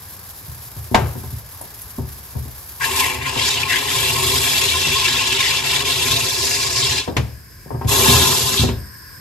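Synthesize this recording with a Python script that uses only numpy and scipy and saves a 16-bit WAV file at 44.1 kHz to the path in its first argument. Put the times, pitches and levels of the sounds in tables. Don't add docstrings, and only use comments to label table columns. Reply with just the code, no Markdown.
import sys
import numpy as np
from scipy import signal
from scipy.fft import rfft, irfft, next_fast_len
from scipy.io import wavfile
from scipy.ndimage import uniform_filter1d, map_coordinates

SR = 44100
rng = np.random.default_rng(int(sys.argv[2]) if len(sys.argv) > 2 else 0)


def dump_mix(stems):
    frames = np.atleast_2d(stems).T
    limited = np.clip(frames, -1, 1)
    pcm = np.round(limited * 32767).astype(np.int16)
    wavfile.write(sys.argv[1], SR, pcm)


N = 406055
T = np.arange(N) / SR
HZ = np.fft.rfftfreq(2 ** 15, 1 / SR)

# start_s, held_s, full_flow_db, first_flow_below_full_db, swell_s,
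# sag_db_per_s, close_db_per_s, seep_after_db
PRESSES = [(2.794, 4.21, -16.5, 13, 1.93, 1.23, 240, -48), (7.868, 0.758, -10.5, 9, 0.26, 18.5, 185, -41.5)]
# pitch_hz, level_db, t60_s
COUNTER = [(65.1, -8, 0.94), (81.8, 2.5, 0.49), (114.2, 3.5, 0.47), (137.4, 2.5, 0.34)]


def amp(db):
    return 10 ** (np.asarray(db) / 20)


def unit_rms(x):
    return x / np.sqrt(np.mean(x ** 2) + 1e-20)


def read(points, hz):
    f, value = np.transpose(points)
    return np.interp(np.log(hz + 1), np.log(f + 1), value)


def curves(rows, t):
    s, *columns = np.transpose(rows)
    return [np.interp(t, s, c) for c in columns]


def add(mix, start_s, sound):
    part = mix[:, max(round(start_s * SR), 0):][:, :sound.shape[1]]
    part += sound[:, :part.shape[1]]


def wander(size, rate_hz):
    padded = next_fast_len(size)
    spectrum = rfft(rng.standard_normal(padded))
    hz = np.arange(len(spectrum)) * SR / padded
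    return unit_rms(irfft(spectrum / (1 + (hz / rate_hz) ** 2), padded)[:size])


def colour(x, gain):
    size = next_fast_len(x.shape[-1] + 2048, real=True)
    hz = np.fft.rfftfreq(size, 1 / SR)
    gains = np.array([np.interp(hz, HZ, g) for g in np.atleast_2d(gain)])
    return irfft(rfft(x, size) * gains, size)[:, :x.shape[-1]]


def noise(size, gain):
    return unit_rms(colour(rng.standard_normal((2, size)), gain))


def bell(hz, half_width_hz):
    return 1 / (1 + ((HZ - hz) / half_width_hz) ** 2)


def resonances(modes):
    return sum(amp([[db + pan / 2], [db - pan / 2]]) * bell(hz, width) for hz, width, db, pan in modes)


def patchy(x, depth_db, span_hz, span_s):
    spectra = signal.stft(x, SR, nperseg=512)[2]
    field = rng.standard_normal(spectra.shape[1:])
    field = uniform_filter1d(field, max(round(span_hz * 512 / SR), 1), 0)
    field = uniform_filter1d(field, max(round(span_s * SR / 256), 1), 1)
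    return signal.istft(spectra * amp(depth_db * unit_rms(field)), SR, nperseg=512)[1][:, :x.shape[1]]


def sloshing(x, share, rate_hz):
    at = np.arange(x.shape[1]) + np.cumsum(share * wander(x.shape[1], rate_hz))
    return np.array([map_coordinates(port, [at], order=3, mode="mirror") for port in x])


def fizz(level_db=-31, hush_db_per_s=25, pops_per_s=160):
    # frequency_hz, level_db
    spectrum = [(200, -32), (400, 5), (1050, 8), (2000, -4), (3000, -5), (3600, -2), (5500, -4.5),
                (8000, -6), (10000, -1.5), (15000, 1.5)]
    shape = amp(read(spectrum, HZ))
    bursts = (rng.random(N) < pops_per_s / SR) * amp(1.5 * np.minimum(rng.exponential(1, N), 4))
    energy = signal.lfilter([1], [1, -np.exp(-1 / (0.0069 * SR))], bursts ** 2)
    crackle = unit_rms(noise(N, shape * HZ / np.hypot(HZ, 7000)) * np.sqrt(energy))
    hush_db = hush_db_per_s * np.maximum(T - PRESSES[0][0], 0)
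    return amp(level_db - hush_db) * (0.25 * noise(N, shape) + amp(-4) * crackle)


def room_air(level_db=-42):
    # frequency_hz, level_db
    spectrum = [(20, -29), (50, 7), (85, 11.5), (125, 6.5), (200, -3.5), (350, -8.5), (700, -17),
                (1100, -35), (2200, -13.5), (3000, -22.5), (6000, -18.5), (15000, -15.5)]
    return amp(level_db + wander(N, 9.8)) * noise(N, amp(read(spectrum, HZ)))


def seep(rest_db=-50):
    # pitch_hz, half_width_hz, level_db, left_minus_right_db
    whistles = [(1045, 70, 4, 4), (1645, 174, 11.5, -3.5), (5060, 350, 8.5, -1), (8300, 110, -1, 25),
                (12060, 360, 0.5, 9)]
    level_db = np.full(N, rest_db)
    for start, held, *_, after_db in PRESSES:
        level_db = level_db + (after_db - level_db) * np.clip((T - start) / held, 0, 1)
    return amp(level_db) * noise(N, resonances(whistles))


def struck(modes, t, rise_s, detune):
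    phases = rng.random((len(modes), 2, 1))
    shifts = 1 + detune * rng.uniform(-1.12, 1, len(modes))
    ringing = sum(amp(db - 60 * t / t60) * np.sin(2 * np.pi * (hz * shift * t + phase))
                  for (hz, db, t60), phase, shift in zip(modes, phases, shifts))
    return ringing * (1 - np.exp(-t / rise_s))


def knock(boom_db, ring_db, click_db, hardness):
    # pitch_hz, level_db, t60_s
    casing = [(202.3, -9, 0.46), (242.4, 3.5, 0.19), (380.3, 1, 0.26), (474, -9, 0.067), (749, 0, 0.12),
              (928, 1, 0.15), (1046, -1, 0.09), (1597, -19, 0.23)]
    # frequency_hz, level_db
    plastic = [(200, 22), (600, 8), (950, 16.5), (1400, 11.5), (2400, 15.5), (4000, 9.5), (7000, 3),
               (16000, -11)]
    t = np.arange(int(.6 * SR)) / SR
    boom = struck(COUNTER, t, rise_s=0.004, detune=0.063)
    tilt = amp(hardness * np.log2((HZ + 150) / 650))
    rattle = noise(len(t), bell(170, 780) ** 2 * HZ / np.hypot(HZ, 200) * tilt)
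    rattle *= (amp(-60 * t / 0.15) + 0.63 * amp(-60 * t / .5)) * (1 - np.exp(-t / 0.00071))
    modes = [(hz, db + hardness * np.log2(hz / 500), t60) for hz, db, t60 in casing]
    ring = struck(modes, t, rise_s=0.00059, detune=0.015) + 0.97 * rattle
    click_decay = amp(-60 * t / 0.086) + 0.2 * amp(-60 * t / 0.41)
    click = noise(len(t), amp(read(plastic, HZ))) * click_decay * np.clip((t - .001) / 0.0017, 0, 1)
    layers = (boom, boom_db), (ring, ring_db), (click, click_db)
    return sum(amp(db) * x / np.sqrt(np.mean(x[:, t < .04] ** 2, axis=1, keepdims=True))
               for x, db in layers)


def pop(level_db):
    t = np.arange(SR // 20) / SR
    return amp(level_db - 60 * t / 0.087) * noise(len(t), bell(10400, 1800))


def valve(start_s, held_s, full_db, below_db, swell_s, sag_db_per_s, close_db_per_s, open_s=0.028):
    age = np.arange(0, held_s + 40 / close_db_per_s, 1 / SR)
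    flow_db = full_db - below_db * np.maximum(1 - age / swell_s, 0) ** 2
    flow_db -= sag_db_per_s * np.maximum(age - swell_s, 0)
    opening = np.minimum(age / open_s, 1) * amp(-close_db_per_s * np.maximum(age - held_s, 0))
    return start_s + age, flow_db, opening


def spurts(t):
    # middle_s, length_s, flow_change_db, rumble_change_db
    arches = [(2.845, 0.13, 9, -6), (3.002, 0.25, 8.5, -2), (3.203, 0.11, -5, 2), (3.448, 0.22, 5.5, -2),
              (3.657, 0.076, -5.5, 1), (3.835, 0.13, -2.5, -5), (4.26, 0.45, -1, 7.5), (5.0, 0.39, 1, -1),
              (5.46, 0.22, 2, -5), (5.623, 0.066, -4, -1), (5.842, 0.025, -6, 6), (6.143, 0.34, 0.5, 6.5),
              (6.316, 0.12, -0.5, -5), (6.51, 0.17, 2, -1), (6.88, 0.29, 3.5, 4), (8.633, 0.23, 3.5, -5)]
    lift = np.zeros((2, len(t)))
    for middle, length, flow_db, rumble_db in arches:
        arch = np.cos(np.pi * np.clip((t - middle) / length, -.5, .5))
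        lift += np.outer([flow_db, rumble_db], arch)
    return lift


def bubbles(pitch_hz, per_s, octaves, cycles, size_db):
    size = len(pitch_hz)
    births = np.flatnonzero(rng.random(size) < per_s / SR)
    spread, strength, *phases = rng.random((len(births), 4)).T
    scatter = np.log((spread + 1e-3) / (1.001 - spread)) / 2
    hz = (pitch_hz[births] * 2 ** (octaves * scatter))[:, None]
    t = np.arange(0, 4 * cycles / np.mean(pitch_hz), 1 / SR)
    age = hz * t / cycles
    gain = amp(-size_db * np.log(strength + 0.051))[:, None]
    envelope = gain * np.exp(-age) * (1 - np.exp(-2 * hz * t))
    pings = [envelope * np.sin(2 * np.pi * (hz * t * (1 + 0.0102 * age) + p[:, None])) for p in phases]
    where = (births[:, None] + np.arange(len(t))).ravel()
    return unit_rms(np.array([np.bincount(where, side.ravel(), size)[:size] for side in pings]))


def jet(flow_db, stir_db, pitch_hz, surge,
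        spectrum, hiss_db, spray_db, froth_db, chirp_db, surge_db, housing_depth):
    # pitch_hz, half_width_hz, nominal_lift_db
    housing_modes = [(1678, 13.4, 11.5), (1886, 180, 3.5), (2323, 20, 7.5), (2703, 19, 9.5),
                     (2775, 8.3, 5.5), (3415, 150, 6), (3717, 25, 9), (4085, 17, 11), (4940, 13, 8.5)]
    size = len(flow_db)
    housing = amp(housing_depth * sum(db * bell(hz, width) for hz, width, db in housing_modes))
    shape = amp(read(spectrum, HZ)) * housing * (HZ / np.hypot(HZ, 130)) ** 2
    fine = 1 / (1 + (7500 / (HZ + 1)) ** 6)
    thin = 1 / (1 + (4300 / (HZ + 1)) ** 10)
    smaller = np.log2(pitch_hz / 3300)
    body = sloshing(noise(size, shape * np.sqrt(1 - thin)), share=.007, rate_hz=4)
    body *= amp(-5 * np.maximum(smaller, 0))
    edge = amp(4.8 * smaller + 0.5) * noise(size, shape * np.sqrt(thin * (1 - fine)))
    swarm = dict(span_hz=170, span_s=.018)
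    hiss = amp(hiss_db) * (patchy(body, depth_db=3.4, **swarm) + patchy(edge, depth_db=1.7, **swarm))
    mist = noise(size, shape * np.sqrt(fine))
    mist *= amp(spray_db + flow_db + stir_db + 1.12 * surge_db * surge)
    pitch_hz = pitch_hz * 2 ** (0.0633 * wander(size, 28.6))
    froth = bubbles(pitch_hz, per_s=1600, octaves=0.294, cycles=2.5, size_db=1)
    chirps = bubbles(pitch_hz, per_s=230, octaves=.27, cycles=52, size_db=2)
    gurgle = colour(amp(froth_db) * froth + amp(chirp_db - smaller) * chirps, housing)
    stream = (hiss + gurgle) * amp(flow_db + surge_db * surge)
    return patchy(stream + mist, depth_db=1.4, span_hz=700, span_s=.017)


def bottle_ring(t, level_db, stir_up_s=0.069):
    # pitch_hz, half_width_hz, level_db, left_minus_right_db
    modes = [(258, 17, 2.5, -3), (392.3, 22.7, 6.5, 1.5), (518, 25, -2.5, -10.5), (688, 23.4, -0.5, 1)]
    ring = sloshing(noise(len(t), resonances(modes)), share=0.0244, rate_hz=8.05)
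    burble = patchy(ring, depth_db=1.5, span_hz=350, span_s=.04)
    return amp(level_db) * burble * np.minimum((t - t[0]) / stir_up_s, 1)


def neck_ring(t, level_db, modes):
    ring = sloshing(noise(len(t), resonances(modes)), share=.014, rate_hz=8.2)
    return amp(level_db) * patchy(ring, depth_db=1.5, span_hz=170, span_s=.025)


def counter_rumble(t, level_db):
    return amp(level_db) * noise(len(t), sum(amp(db) * bell(hz, 6.5) for hz, db, _ in COUNTER))


def press(row, breakup, neck_levels, neck_modes,
          bottle_db, neck_db, rumble_db, follow, damp_db_per_s, **nozzle):
    t, flow_db, opening = valve(*row[:-1])
    spurt_db, heave_db = spurts(t)
    flow_db = flow_db + spurt_db
    stir_db, pitch_hz = curves(breakup, t)
    full_db = row[2]
    churn_db = 0.35 * (stir_db - stir_db.mean())
    shake_db = follow * (flow_db - full_db) + churn_db - damp_db_per_s * (t - t[0])
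    surge = wander(len(t), 45)
    gas = jet(flow_db, stir_db, pitch_hz, surge, **nozzle)
    bottle = bottle_ring(t, bottle_db + shake_db + 0.36 * heave_db + 0.51 * surge)
    neck = neck_ring(t, neck_db + curves(neck_levels, t)[0], neck_modes)
    counter = counter_rumble(t, rumble_db + 0.49 * shake_db + heave_db)
    return t[0], (gas + bottle + neck + counter) * opening


def squeeze(neck_modes):
    # frequency_hz, level_db
    spectrum = [(200, -3), (500, -13), (800, -16), (1300, -1), (1800, 0.5), (2600, 8), (3500, 2),
                (4900, 6.5), (6200, 3), (8200, 6), (10500, -0.5), (13500, -2), (15300, -44)]
    # time_s, relative_spray_db, bubble_pitch_hz
    breakup = [(2.82, -10.5, 2580), (3.0, -6.5, 2750), (3.249, -17, 2333), (3.48, -18.5, 4110),
               (3.66, -15, 2900), (4.35, -8.5, 3590), (5.1, -19, 3340), (5.6, -18.5, 3174),
               (6.08, -12.5, 3490), (6.45, -14.5, 5000), (6.821, -22, 4950), (7.0, -24, 3550)]
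    # time_s, relative_level_db
    neck_levels = [(2.85, -31), (3.05, -27), (3.17, -34.5), (4.3, -30), (4.661, -36), (5.1, -33.5),
                   (7.0, -36.5)]
    return press(PRESSES[0], breakup, neck_levels, neck_modes,
                 bottle_db=-34, neck_db=-0.5, rumble_db=-35, follow=0.23, damp_db_per_s=-0.43,
                 spectrum=spectrum, hiss_db=-7.8, spray_db=4.5, froth_db=-12.5, chirp_db=-11.3,
                 surge_db=1.39, housing_depth=1.01)


def in_room(x, wet_db, tail_s=0.17):
    # frequency_hz, t60_s
    decay = [(80, .7), (210, .5), (560, 0.58), (1470, 0.14), (4000, 0.41), (14000, 0.068)]
    hz, t, spectra = signal.stft(rng.standard_normal((2, int(tail_s * SR))), SR, nperseg=256)
    tail = signal.istft(spectra * amp(-60 * t / read(decay, hz)[:, None]), SR, nperseg=256)[1]
    tail /= np.linalg.norm(tail, axis=1, keepdims=True)
    return x + amp(wet_db) * signal.fftconvolve(x, tail, axes=1)[:, :x.shape[1]]


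def gulp(length_s, level_db, pitch_hz):
    size = int((length_s + 0.0028) * SR)
    cloud = bubbles(np.full(size, pitch_hz), per_s=2000, octaves=0.13, cycles=11, size_db=2)
    cloud *= signal.windows.tukey(size, .2)
    return amp(level_db) * in_room(np.pad(cloud, ((0, 0), (0, SR // 5))), wet_db=-8)


def throb(level_db, neck_mode, length_s=.065):
    hz, _, _, pan_db = neck_mode
    t = np.arange(0, length_s, 1 / SR)
    turns = np.cumsum(hz * (1 + 0.014 * wander(len(t), 16))) / SR + rng.random((2, 1))
    swell = np.sin(np.pi * t / length_s) ** 2
    return amp([[level_db], [level_db - pan_db]]) * swell * np.sin(2 * np.pi * turns)


def blast(neck_modes):
    # frequency_hz, level_db
    spectrum = [(200, 8.5), (500, -11), (800, -2), (1300, 3.5), (1900, -4.5), (2700, 5), (3500, 3),
                (4900, 1), (6200, 0.5), (8200, 1.5), (10500, -3.5), (13500, -3.5), (15300, -34)]
    # time_s, relative_spray_db, bubble_pitch_hz
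    breakup = [(7.88, -11.5, 3360), (8.202, -17, 3780), (8.5, -15, 4420), (8.7, -24.5, 3800)]
    # time_s, relative_level_db
    neck_levels = [(7.89, -30), (7.94, -24), (8.184, -23), (8.58, -37)]
    return press(PRESSES[1], breakup, neck_levels, neck_modes,
                 bottle_db=-19.5, neck_db=-1, rumble_db=-25, follow=0.99, damp_db_per_s=10,
                 spectrum=spectrum, hiss_db=-8, spray_db=8.5, froth_db=-23, chirp_db=-17.5,
                 surge_db=0.8, housing_depth=1.1)


def stereo_image(x):
    # frequency_hz, coherence
    likeness = [(110, .95), (280, .6), (600, .4), (1100, .65), (3000, .45), (6000, .25), (9000, .88),
                (15000, .92)]
    # frequency_hz, left_lead_rad
    lead = [(100, 0), (380, .2), (600, 1.5), (1030, .5), (1500, 1.4), (2600, -.5), (3400, 1.3), (4100, .3),
            (7000, 1), (9000, 3.1), (11500, 6.1), (12900, 6.6), (13800, 9.4)]
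    # frequency_hz, left_minus_right_db
    balance = [(60, 1), (200, 1.5), (600, 2.5), (2200, 5), (4000, 0)]
    size = next_fast_len(N + SR // 10, real=True)
    hz = np.fft.rfftfreq(size, 1 / SR)
    left, other = rfft(x, size)
    same = np.clip(read(likeness, hz), 0, 1)
    lean = amp(read(balance, hz) / 2)
    right = (same * left + np.sqrt(1 - same ** 2) * other) * np.exp(-1j * read(lead, hz))
    return irfft(np.array([left * lean, right / lean]), size)[:, :N]


def scene():
    # start_s, boom_db, ring_db, click_db, hardness_db_per_octave
    knocks_and_thuds = [(0.481, -33.5, -52, -75, -4), (0.765, -29.5, -44, -75, 4),
                        (0.914, -27, -25, -64, -9), (0.944, -19, -10.5, -16, 7.5),
                        (1.017, -22, -32, -55, 0), (1.153, -31.5, -32, -62.5, -6.5),
                        (1.235, -30, -39.5, -70, 0.5), (1.325, -30, -43.5, -71, -11),
                        (1.609, -48, -38, -55, 4), (1.982, -24, -28, -61, -4),
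                        (2.353, -23, -33.5, -65, -2.5), (2.455, -41, -42, -72, -2),
                        (3.36, -30.5, -26.5, -50, 4.5), (4.865, -29, -31, -55, -1),
                        (7.075, -29, -22.5, -42, -0.5), (7.165, -17, -22.5, -20, -2.5),
                        (7.659, -40, -41, -72, -1), (7.705, -31, -28.5, -68, 2),
                        (7.744, -26, -32, -60, 2.5), (7.812, -37, -29.5, -49, 6),
                        (7.844, -16.5, -27, -46, -5), (8.079, -17.5, -20.5, -59, -16),
                        (8.128, -19, -25, -46, -2), (8.595, -15, -27, -49, -18),
                        (8.634, -25, -17.5, -44, -4.5), (8.687, -22.5, -24.5, -29.5, -3.5)]
    # start_s, level_db
    pops = [(1.613, -27.5), (1.817, -29)]
    # pitch_hz, half_width_hz, level_db, left_minus_right_db
    neck_modes = [(899, 89, -1, 8), (1052.8, 26, 5.5, 8.5)]
    # start_s, length_s, level_db, pitch_hz
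    gulps = [(2.805, 0.043, -22, 1735), (3.04, 0.038, -27, 2680), (3.21, 0.013, -27, 2360),
             (3.252, 0.013, -29, 2310), (3.285, 0.016, -33, 1680), (3.566, 0.022, -22, 2810),
             (3.628, 0.013, -20, 2520), (3.695, 0.084, -22, 1926), (3.878, 0.0081, -26, 1970),
             (5.42, 0.062, -25.5, 2040), (5.905, 0.024, -23, 3800), (6.755, 0.035, -21, 4750),
             (6.82, 0.016, -20, 3630), (8.57, 0.043, -19, 3680)]
    # start_s, level_db
    throbs = [(2.995, -18.5), (3.05, -23), (4.08, -30), (4.15, -31), (4.73, -21.5), (4.935, -19.5),
              (5.0, -21), (5.19, -22.5), (5.385, -23.5)]
    mix = fizz() + room_air() + seep()
    add(mix, *squeeze(neck_modes))
    add(mix, *blast(neck_modes))
    for start_s, *cloud in gulps:
        add(mix, start_s, gulp(*cloud))
    for start_s, level_db in throbs:
        add(mix, start_s, throb(level_db, neck_modes[-1]))
    for start_s, *blow in knocks_and_thuds:
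        add(mix, start_s, knock(*blow))
    for start_s, level_db in pops:
        add(mix, start_s, pop(level_db))
    return stereo_image(mix)


def record(dry):
    thinned = signal.lfilter(*signal.butter(2, 28, "highpass", fs=SR), dry)
    lowpass = signal.firwin(511, 15750, window=("kaiser", 9), fs=SR)
    return signal.oaconvolve(np.clip(thinned, -1, 1), lowpass[None], "same", axes=1)


dry = scene()
out = record(dry)
dump_mix(out)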